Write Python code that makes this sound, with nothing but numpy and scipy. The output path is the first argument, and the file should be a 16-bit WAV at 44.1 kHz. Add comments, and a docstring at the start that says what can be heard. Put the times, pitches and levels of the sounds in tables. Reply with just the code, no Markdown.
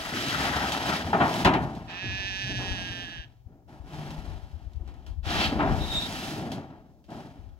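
"""Dragging a rusty iron sheet

In an open hillside yard, a rusty iron sheet is dragged, knocked and laid down on a pile of sheets.
Countless tiny slips make it boom, ring and rasp, and once its edge sticks and slips in a squeal.
Between two drags a sheep or goat gives one long, buzzy, wavering bleat: pulses ringing in its throat.
A light wind buffets the microphone over the faint hush of the hillside."""
import sys
import numpy as np
from scipy import signal
from scipy.fft import rfft, irfft
from scipy.io import wavfile
from scipy.ndimage import uniform_filter1d

SR = 44100
rng = np.random.default_rng(int(sys.argv[2]) if len(sys.argv) > 2 else 0)


def transcribe(u):
    """Save the signal u as a 16-bit wav file named by the first command-line argument.

    u: samples, shape (n,) or (channels, n), limited to [-1, 1]; the rate is SR.
    q: integer samples, one column per channel.
    """
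    v = np.clip(np.atleast_2d(u).T, -1, 1)
    q = np.round(v * 32767).astype(np.int16)
    wavfile.write(sys.argv[1], SR, q)


N = 334710
T, HZ = np.arange(N) / SR, np.fft.rfftfreq(N, 1 / SR)

# Levels in all tables are relative. A fade is the time a sound takes to fall by 60 dB.
# The tone of the sheet's body (low) and edge (high). Each row: frequency in Hz, level in dB.
BODY_TONE = [(50, -13), (90, 0), (140, 4.5), (300, 1.5), (420, -3.5), (520, -8.5), (660, 2), (900, -1),
             (1150, -7.5), (1400, -6)]
EDGE_TONE = [(1800, -6.5), (2150, -14), (2600, -11.5), (3300, -12.5), (4500, -16.5), (6300, -24.5),
             (8400, -32.5), (9200, -31.5), (12500, -36), (16000, -41)]


def sheet_spectrum(grains_per_s, spread_db, grain_db, ripple_db=2):
    """The left and right spectrum of the sheet, shaken by tiny slips and some coarser grains."""
    # The main peaks and dips in the sheet's ring. 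Each row: frequency in Hz, width in Hz, gain in dB.
    ring_colour = [(157, 25, -1), (283, 25, 1.5), (770, 27, 3), (828, 24, 1.5), (980, 40, 2.5),
                   (1275, 16, 5.5), (1540, 55, -7), (1858, 66, 2.5), (2660, 77, 5), (3212, 50, 5.5)]
    # How alike left and right are. Each row: frequency in Hz, likeness from 0 to 1.
    likeness = [(60, .995), (300, .995), (750, .96), (1300, .85), (2200, .6), (4000, .65), (7000, .35),
                (14000, .4)]
    # How far the left side is ahead. Each row: frequency in Hz, phase in radians.
    left_lead = [(100, -0.8), (400, 0.52), (800, 0.55), (1100, 0.95), (1400, 1.66), (1900, 2.5), (2600, -2),
                 (3600, 1.2), (5500, 1.77), (8000, -1.7)]
    # How much louder the left side is. Each row: frequency in Hz, gap in dB.
    left_louder = [(80, 3), (250, 0), (750, 2), (1400, 3), (2300, 1.5), (3600, -2), (10000, -6.5)]
    sizes = amp(spread_db * np.minimum(rng.exponential(1, N), 4.5))
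    grains = sizes * (rng.random(N) < grains_per_s / SR) * rng.standard_normal((2, N))
    left, other = rfft(rng.standard_normal((2, N)) + amp(grain_db) * grains / rms(grains))
    same, side = over_frequency(likeness), amp(over_frequency(left_louder) / 2)
    right = (same * left + np.sqrt(1 - same ** 2) * other) * np.exp(-1j * over_frequency(left_lead))
    ripple = uniform_filter1d(rng.standard_normal(len(HZ)), size=450)  # the crowded higher resonances
    colour_db = peaks_and_dips(ring_colour) + ripple_db * ripple / rms(ripple) * HZ / (HZ + 900)
    tone = amp(over_frequency(BODY_TONE + EDGE_TONE) + colour_db) * high_pass(40, 2)
    spectrum = np.array([left * side, right / side]) * tone
    return spectrum / rms(irfft(spectrum.mean(0), N))


def sliding(judder_db=0.93, judder_hz=35, lurch_db=0.23, lurch_hz=9):
    """The dragged sheet booms and rings; its edge rasps and hisses, lurching and juddering as it goes."""
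    # Pulls and shoves over the pile. Each row: start, rise, hold and fade in seconds,
    # then the levels of boom, ring, rasp and grit in dB.
    slides = [(-.05, 0.036, 0.1, 1.1, -45, -43, -40.5, -49.5),
              (0.113, 0.059, .22, 0.95, -35.5, -44.5, -34.5, -46),
              (0.303, 0.12, 0.26, 2.2, -36.5, -33, -36.5, -48),
              (0.756, .15, 0.049, 0.49, -34.5, -34, -35, -48), (0.986, .08, 0.46, 1.1, -35, -43, -55, -62),
              (1.183, 0.15, 0.082, 0.24, -38, -35.5, -38.5, -48),
              (1.506, 0.15, .12, 1, -45, -49, -59.5, -72), (1.878, 0.02, 0.018, 1.2, -58, -46.5, -49, -73),
              (2.016, 0.018, 0.35, 1.3, -49, -54.5, -61, -76),
              (2.417, 0.07, 0.032, 0.65, -39.5, -53, -70, -82),
              (2.57, .035, 0.037, 1.14, -38.5, -43, -51, -66),
              (2.685, 0.11, 0.3, 0.76, -48.5, -56, -58, -72),
              (3.444, 0.057, 0.058, 0.97, -55.5, -68, -90, -100),
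              (3.673, 0.021, 0.055, 1.5, -51, -57, -68.5, -75.5),
              (3.836, .13, 0.087, 1.9, -42.5, -47.5, -53, -62.5),
              (4.2, 0.09, 0.042, 0.3, -50, -54.5, -62, -73), (4.492, 0.11, 0.1, 0.9, -59.5, -68, -81, -92),
              (4.817, 0.061, 0.17, 0.85, -56, -67, -71.5, -84),
              (5.227, .13, .11, 0.23, -32.5, -34, -32, -47.5),
              (5.448, 0.075, 0.22, 1.06, -31, -38, -48.5, -63),
              (5.66, 0.29, .36, 0.73, -39.5, -44.5, -42.5, -50),
              (6.258, .15, .12, 0.89, -34.5, -44, -57.5, -82),
              (6.797, 0.097, 0.097, .8, -60.5, -78.5, -98.5, -88.5),
              (7.076, 0.061, 0.042, 1.02, -41, -49, -58.5, -67.5)]
    # The centres of the boom, ring, rasp and grit bands in Hz.
    centres = [250, 900, 3200, 9500]
    borders_hz = [100, 500, 1600, 5800, 16000]
    spectrum = sheet_spectrum(grains_per_s=700, spread_db=2.5, grain_db=-8)
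    speeds = np.array([push(*row[:4]) for row in slides])
    levels = np.sqrt(amp([row[4:] for row in slides]).T ** 2 @ speeds ** 2)
    judder = amp(judder_db * waver(judder_hz) + lurch_db * waver(lurch_hz))
    out = np.zeros((2, N))
    for k, level in enumerate(levels):
        zone = irfft(spectrum.mean(0) * (HZ > borders_hz[k]) * (HZ < borders_hz[k + 1]), N)
        out += irfft(spectrum * band(centres, k), N) * level / rms(zone)
    return out * judder


def metal_rasp(moves, modes, level_db, judder_db, left_db):
    """Pressed hard, the rusty sheet judders and rings with a metallic rasp."""
    spectrum = sheet_spectrum(grains_per_s=1000, spread_db=-0.5, grain_db=1)
    flattened = spectrum / amp(over_frequency(BODY_TONE + EDGE_TONE))
    rasp = irfft(flattened * resonances(modes), N) * amp([[left_db / 2], [-left_db / 2]])
    return rasp / rms(rasp) * pushes(moves) * amp(level_db + judder_db * waver(80))


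def face_rubbing():
    """The sheet's face rubs flat on the pile."""
    # The rubs. Each row: start, rise, hold and fade in seconds, level in dB.
    rubs = [(-.05, 0.15, .12, 1, -42), (.29, 0.04, .26, 1, -35), (.85, .07, .02, .5, -37)]
    # The face's resonances. Each row: frequency in Hz, width in Hz, level in dB.
    face_modes = [(1350, 230, -0.5), (1560, 140, 2), (1930, 180, -1.5)]
    return metal_rasp(rubs, face_modes, level_db=2.0, judder_db=2.0, left_db=9.0)


def edge_grinding():
    """The edge grinds hard over another sheet."""
    # The strokes. Each row: start, rise, hold and fade in seconds, level in dB.
    strokes = [(5.25, 0.038, .025, .22, -37.5), (5.35, 0.068, 0.036, 0.21, -26)]
    # The edge's resonances. Each row: frequency in Hz, width in Hz, level in dB.
    edge_modes = [(2580, 460, 5), (3230, 950, 9), (3900, 560, -5), (4420, 600, 6.5), (5200, 230, -12)]
    return metal_rasp(strokes, edge_modes, level_db=-3.0, judder_db=0.5, left_db=0.0)


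def flexing(width_hz=18, left_db=0.9):
    """The whole sheet flaps and gives a low boom, higher in pitch when it is bent."""
    # The flexes. Each row: start, rise, hold and fade in seconds, level in dB, pitch in Hz.
    flexes = [(0.296, 0.2, .05, 1.2, -37.5, 70), (0.796, 0.22, 0.054, 1, -38.5, 81.3),
              (1.396, 0.066, 0.046, 0.99, -32, 65.8), (2.024, 0.012, 0.036, 1.2, -41, 111.7),
              (2.392, 0.068, 0.27, 2.22, -42, 117.9), (3.864, 0.12, 0.15, 1.02, -41, 147.6)]
    swing = waver(width_hz) + 1j * waver(width_hz)  # blurs each pitch into a narrow band of noise
    boom = np.zeros(N)
    for *timing, db, hz in flexes:
        boom += amp(db) * push(*timing) * (swing * np.exp(2j * np.pi * hz * T)).real
    return boom * amp([[left_db], [-left_db]])


def knocks(chatter_db=0.5, crack_db=-8, crack_fade_s=0.18):
    """Each blow cracks and sets the sheet ringing; the treble dies first and the loose sheets chatter."""
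    # Blows and light bumps on the pile. Each row: start in seconds, level in dB,
    # treble cutoff in Hz, bass gain in dB, rise in seconds.
    blows = [(0.122, -34.5, 500, 6.5, 0.0027), (1.129, -16.5, 1420, -9.5, 0.0027),
             (1.197, -13, 1670, -12.5, 0.016), (1.446, -14, 6770, -4.5, 0.0049),
             (1.535, -22.5, 3300, -3.5, 0.0036), (2.04, -45.5, 450, 6.5, 0.0033),
             (3.692, -63, 3030, 2, .002), (4.795, -59.5, 1300, 13.5, 0.0022), (4.876, -53, 5000, -7, .002),
             (4.94, -57, 1510, 1, 0.0015), (5.064, -55.5, 4000, 2.5, .002),
             (5.588, -17.5, 1690, -9.5, 0.02), (5.655, -27, 1500, -6, .005), (6.617, -48, 1180, 3, 0.002),
             (6.725, -50, 1153, -1.5, 0.0012), (7.084, -42.5, 800, -2.5, 0.0085)]
    # Peaks and dips that colour the clang of a blow. Each row: frequency in Hz, width in Hz, gain in dB.
    clang_colour = [(346, 96, 2.5), (616, 270, -2.5), (930, 110, -1), (1340, 120, 0.5)]
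    # How long the sheet rings. Each row: frequency in Hz, fade in seconds.
    ring_times = [(100, 1.2), (300, 0.74), (800, 0.57), (1400, 0.45), (2700, 0.27), (4500, 0.11),
                  (10000, 0.16)]
    spectrum = sheet_spectrum(grains_per_s=1600, spread_db=0.0, grain_db=-12.5)
    spectrum *= amp(peaks_and_dips(clang_colour))
    centres = [hz for hz, _ in ring_times]
    age, out = T[:SR], np.zeros((2, N))
    for k, (hz, fade_s) in enumerate(ring_times):
        power = np.zeros(N + SR)
        fade = amp(-60 * age / fade_s) + amp(crack_db - 60 * age / crack_fade_s)
        for start, db, cutoff_hz, bass_db, rise in blows:
            strength = amp(db + bass_db / (1 + (hz / 500) ** 4)) / np.sqrt(1 + (hz / cutoff_hz) ** 4)
            power[round(start * SR):][:SR] += (strength * np.minimum(age / rise, 1) * fade) ** 2
        out += irfft(spectrum * band(centres, k), N) * np.sqrt(power[:N])
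    return out * amp(chatter_db * waver(90))


def grit_ticks(level_db=-6, low_cut_hz=3000, snap_db=3, snap_fade_s=0.0084, rise_s=0.0012):
    """Short bright scratches where the edge catches on grit and lets go with a snap; the one at 1.447 s is
    instead the bright crack of the heavy blow just before it."""
    # The catches, and at 1.447 s the bright crack of a blow. Each row: start in seconds, level in dB, fade in
    # seconds.
    catches = [(0.468, -32, 0.12), (0.7197, -25, 0.18), (0.9626, -33, 0.12), (1.3394, -30, 0.08),
               (1.385, -37.5, .07), (1.447, -24.5, 0.063), (1.537, -38, .08), (1.632, -50, 0.11),
               (1.75, -47.5, 0.17), (4.105, -44, 0.12), (4.5145, -60, 0.068), (4.733, -58, 0.077),
               (4.7586, -63, 0.083), (4.8758, -55.5, 0.21), (4.94, -59, .06), (4.9931, -70, 0.072),
               (5.064, -51, 0.31), (6.5173, -35.5, 0.19), (7.04, -62, 0.28), (7.1036, -52.5, 0.079),
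               (7.4889, -67, 0.12)]
    spectrum = sheet_spectrum(grains_per_s=3000, spread_db=5.5, grain_db=-19)
    scratch = irfft(spectrum * high_pass(low_cut_hz, 2), N)
    force, age = np.zeros(N + SR), T[:SR]
    for start, db, fade_s in catches:
        fade = amp(-60 * age / fade_s) + amp(snap_db - 60 * age / snap_fade_s)
        force[round(start * SR):][:SR] += amp(db) * fade * np.minimum(age / rise_s, 1)
    return amp(level_db) * force[:N] * scratch / rms(scratch.mean(0))


def squeal(level_db=-1, octave_db=-17, jitter=0.03, flutter_db=2, ramp_s=0.0097):
    """The edge sticks and slips at one rough high pitch, with a weak tone an octave above."""
    # The squeal's course. Each row: time in seconds, level in dB, pitch in Hz.
    course = [(5.79, -45, 3834), (5.812, -41, 3780), (5.844, -34, 3840), (5.868, -39.5, 3810),
              (5.982, -22, 3720), (6.012, -34, 3810), (6.026, -29, 3660), (6.08, -36, 3820)]
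    db, hz = over_time(course)
    gate = np.clip(np.minimum(T - course[0][0], course[-1][0] - T) / ramp_s, 0, 1)
    swell = amp(db - db.max())  # the octave grows faster than the squeal itself
    sides = []
    for side_db in (-1, 1):
        phase = 2 * np.pi * np.cumsum(hz * (1 + jitter * waver(262.5))) / SR
        tone = np.sin(phase) + amp(octave_db) * swell * np.sin(2 * phase)
        sides.append(tone * amp(db + level_db + side_db + flutter_db * waver(120)) * gate)
    return np.array(sides)


def vocal_folds(hz, closing, jitter=0.0031, hoarse_jitter=0.032, quaver=.0045, rasp_db=-10, dull_hz=4500):
    """The vocal folds snap shut in sharp pulses and let a puff of breath through at each opening."""
    # Cracks in the voice. Each row: time in seconds, half length in seconds, added share of noise.
    cracks = [(1.885, 0.063, 0.3), (2.538, 0.015, 0.04), (2.626, 0.019, 0.08), (3.092, 0.036, 0.32),
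              (3.22, 0.061, 0.22)]
    cracking = sum(extra * bump((T - time) / half) for time, half, extra in cracks)
    hoarse = np.clip(.04 + .04 * closing + cracking, 0, 1)  # more noise as the mouth closes
    unsteady = 1 + (jitter + hoarse_jitter * hoarse) * waver(123.0) + quaver * waver(18.2)
    cycles = np.cumsum(hz * unsteady) / SR
    offset = ((cycles + .5) % 1 - .5) * SR / hz  # samples from the nearest closure
    pulses = np.sinc(offset) * np.exp(-(offset / 6) ** 2)
    puffs = rng.standard_normal(N) * np.exp(-(cycles % 1) / 2.1)
    buzz = (1 - hoarse) * pulses / rms(pulses) + hoarse * puffs / rms(puffs)
    soft = filtered(buzz, low_pass(dull_hz, 6))
    rasp = amp(rasp_db) * filtered(puffs, high_pass(dull_hz, 4)) / rms(puffs)
    strain_db = 3 - 9.5 * np.minimum(((T - 2.6) / .6) ** 2, 2)  # sharp in mid call, slack at the ends
    return soft + (buzz - soft + rasp) * amp(strain_db)


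def bleat(level_db=-31.5, db_per_octave=34, shimmer_db=0.67, open_s=0.25, closing_s=0.99,
          rise_s=0.03, fade_s=0.084, right_delay_s=0.000456, echo_db=-20):
    """The animal's buzzing voice rings its throat and nose; the pitch sags as the mouth closes."""
    # The pitch, an arch that drops at the end. Each row: time in seconds, pitch in Hz.
    pitch = [(1.87, 186.6), (1.91, 171.6), (2.03, 189), (2.278, 195.3), (2.32, 191), (2.43, 195.1),
             (2.464, 188.2), (2.51, 195.6), (2.536, 184.7), (2.568, 194.4), (2.61, 185.3), (2.716, 186.5),
             (2.758, 183.6), (3.04, 175.1), (3.064, 169.7), (3.136, 170), (3.208, 160.4), (3.24, 152.5)]
    # Throat and nose resonances with the mouth open, then nearly shut.
    # Each row: frequency in Hz, width in Hz, level in dB.
    throat_open = [(1738, 210, -2), (2583, 294, -3.5), (3180, 670, -15), (3770, 810, -16), (4750, 790, -26),
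                   (5300, 330, -19.5), (5920, 390, -18), (7500, 470, -40), (10400, 830, -49)]
    throat_shut = [(1685, 220, 1), (2730, 430, -8), (3146, 460, -5.5), (3790, 300, -13), (4630, 750, -21),
                   (5570, 450, -17), (6100, 190, -19), (7550, 930, -38), (10400, 1100, -36)]
    # The bleat on the left against the right. Each row: frequency in Hz, level in dB.
    left_shade = [(1700, -9.5), (2200, -7), (2900, -5.5), (3400, -8), (4500, -6), (6000, -7.5),
                  (10000, -19)]
    hz, = over_time(pitch)
    start, end = pitch[0][0], pitch[-1][0]
    closing = np.clip((T - start - open_s) / closing_s, 0, 1)
    gate = push(start, rise_s, end - start - rise_s, fade_s)
    effort_db = db_per_octave * np.log2(hz / hz.max())  # a harder push is both higher and louder
    buzz = vocal_folds(hz, closing)
    thin = high_pass(1430, 12)
    wide = filtered(buzz, ring_after(resonances(throat_open) * thin))
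    shut = filtered(buzz, ring_after(resonances(throat_shut) * thin))
    voice = (1 - closing) * wide + closing * shut
    voice = voice / rms(voice[gate > .5]) * gate * amp(level_db + effort_db + shimmer_db * waver(70))
    sides = np.array([amp(over_frequency(left_shade)), np.exp(-2j * np.pi * HZ * right_delay_s)])
    return filtered(voice, sides) + amp(echo_db) * yard_echo(voice)


def yard_echo(sound, fade_s=0.26, dull_hz=2000, echoes_per_s=1500):
    """Thin outdoor echoes from walls, trees and ground, different on each side."""
    age = T[:SR]
    echoes = rng.standard_normal((2, SR)) * (rng.random((2, SR)) < echoes_per_s / SR)
    echoes *= amp(-60 * age / fade_s) * (age > .006)
    echoes = signal.lfilter([1], [1, -np.exp(-2 * np.pi * dull_hz / SR)], echoes)
    return signal.fftconvolve(sound[None], echoes / np.linalg.norm(echoes[0]), axes=1)[:, :N]


def wind(left_db=3, right_db=-11, breeze_db=-59, lumpy_db=3, thump_db=-1, thump_cycles=0.6):
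    """Wind rumbles on the microphone, mostly on the windward left, and single swirls of air thump."""
    # The gusts. Each row: start, rise, hold and fade in seconds, level in dB.
    gusts = [(-.05, .04, 0.21, 1, -50), (2.02, 0.042, 0.046, 2.6, -39.5), (2.42, .1, 0.27, 1.5, -42.5),
             (3.66, 0.19, 0.29, 1, -47), (4.2, 0.092, 0.088, 0.75, -38), (4.48, .06, 0.32, 1.3, -39.5),
             (5.04, 0.09, 0.48, 0.83, -34.5), (5.64, 0.053, 0.018, 1.33, -27),
             (6.33, 0.043, .02, 0.77, -53), (7.08, .04, 0.16, .5, -61), (7.35, 0.04, .15, 0.26, -45)]
    # The thumps. Each row: time in seconds, level in dB, pitch in Hz.
    thumps = [(2.043, -32, 112), (2.696, -22, 62), (3.18, -31.5, 56), (3.447, -32.5, 79.5),
              (3.784, -33, 70), (4.169, -29, 51), (4.264, -25.5, 64), (4.752, -27, 76), (4.795, -26.5, 59),
              (5.094, -29.5, 64), (5.212, -26, 53.9), (5.687, -20.5, 54.3)]
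    rumble = filtered(rng.standard_normal((2, N)), high_pass(42, 4) * low_pass(90, 6))
    rumble *= amp(lumpy_db * waver(20))
    local_level = np.sqrt(uniform_filter1d(rumble[0] ** 2, size=6000))
    rumble *= np.hypot(pushes(gusts), amp(breeze_db)) / local_level  # the gusts set the slow swells
    for time, db, hz in thumps:
        cycles = (T - time - .022) * hz
        wave = np.cos(2 * np.pi * (cycles + rng.random()))
        rumble += amp(db + thump_db) * bump(cycles / thump_cycles) * wave
    return rumble * amp([[left_db], [right_db]])


def hillside_hush(level_db=-68):
    """The faint steady hush of the hillside."""
    # The tone of the hush. Each row: frequency in Hz, level in dB.
    tone = [(40, -7), (100, 2.5), (290, -21), (550, -20), (740, -19.5), (1400, -47), (6300, -39),
            (9000, -50), (15500, -39)]
    hush = filtered(rng.standard_normal((2, N)), amp(over_frequency(tone)) * high_pass(150, 2))
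    return amp(level_db) * hush / rms(hush)


def amp(db):
    """Turns decibels into a gain."""
    return 10 ** (np.asarray(db) / 20)


def rms(x):
    """The average strength of a signal (root mean square)."""
    return np.sqrt(np.mean(x ** 2) + 1e-20)


def over_frequency(points):
    """Joins (Hz, value) points into a curve on a log-frequency axis."""
    hz, value = np.transpose(points)
    return np.interp(np.log(HZ + 1), np.log(hz + 1), value)


def over_time(rows):
    """Joins (seconds, values..) rows into one curve for each value."""
    times, *columns = np.transpose(rows)
    return [np.interp(T, times, column) for column in columns]


def filtered(x, gain):
    """Filters x by a gain for each frequency."""
    return irfft(rfft(x) * gain, N)


def low_pass(hz, steepness):
    """Gains that keep what lies below hz."""
    return 1 / (1 + (HZ / hz) ** steepness)


def high_pass(hz, steepness):
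    """Gains that keep what lies above hz."""
    return 1 - low_pass(hz, steepness)


def band(centres, k):
    """Band number k of a set of overlapping bands that add up to one."""
    return over_frequency(list(zip(centres, np.eye(len(centres))[k])))


def resonances(modes):
    """The gain of (Hz, width, dB) resonances at each frequency."""
    return sum(amp(db) / (1 + (2 * (HZ - hz) / width) ** 2) for hz, width, db in modes)


def peaks_and_dips(rows):
    """The decibels that (Hz, width, dB) rows add or take away at each frequency."""
    return sum(db / (1 + (2 * (HZ - hz) / width) ** 2) for hz, width, db in rows)


def ring_after(gain):
    """Gives a gain curve the phase that makes it ring after each pulse, not before."""
    fold = np.r_[1, np.full(N // 2 - 1, 2), np.zeros(N - N // 2)]
    return np.exp(rfft(irfft(np.log(gain + 1e-4), N) * fold))


def waver(hz):
    """A random wobble of strength 1, up to about the given rate."""
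    wobble = filtered(rng.standard_normal(N), low_pass(hz, 4))
    return wobble / rms(wobble)


def bump(x):
    """A smooth hump of height 1 around x = 0."""
    return np.exp(-np.minimum(x ** 2, 50))


def push(start, rise, hold, fade):
    """The strength of one movement: it builds up, holds and dies away."""
    age = T - start
    return np.clip(age / rise, 0, 1) * amp(-60 * np.clip((age - rise - hold) / fade, 0, 3))


def pushes(rows):
    """The joint strength of (start, rise, hold, fade, dB) movements."""
    return np.sqrt(sum((amp(db) * push(*timing)) ** 2 for *timing, db in rows))


def scene():
    """Sheet, animal, wind and hillside together."""
    sheet = face_rubbing() + edge_grinding() + sliding() + flexing() + knocks() + grit_ticks() + squeal()
    return sheet + bleat() + wind() + hillside_hush()


def record(dry):
    """Cuts the very highest treble, above 15950 Hz."""
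    treble_cut = signal.firwin(511, 15950, window=("kaiser", 9), fs=SR)
    return signal.oaconvolve(dry, treble_cut[None], "same")


dry = scene()
out = record(dry)
transcribe(out)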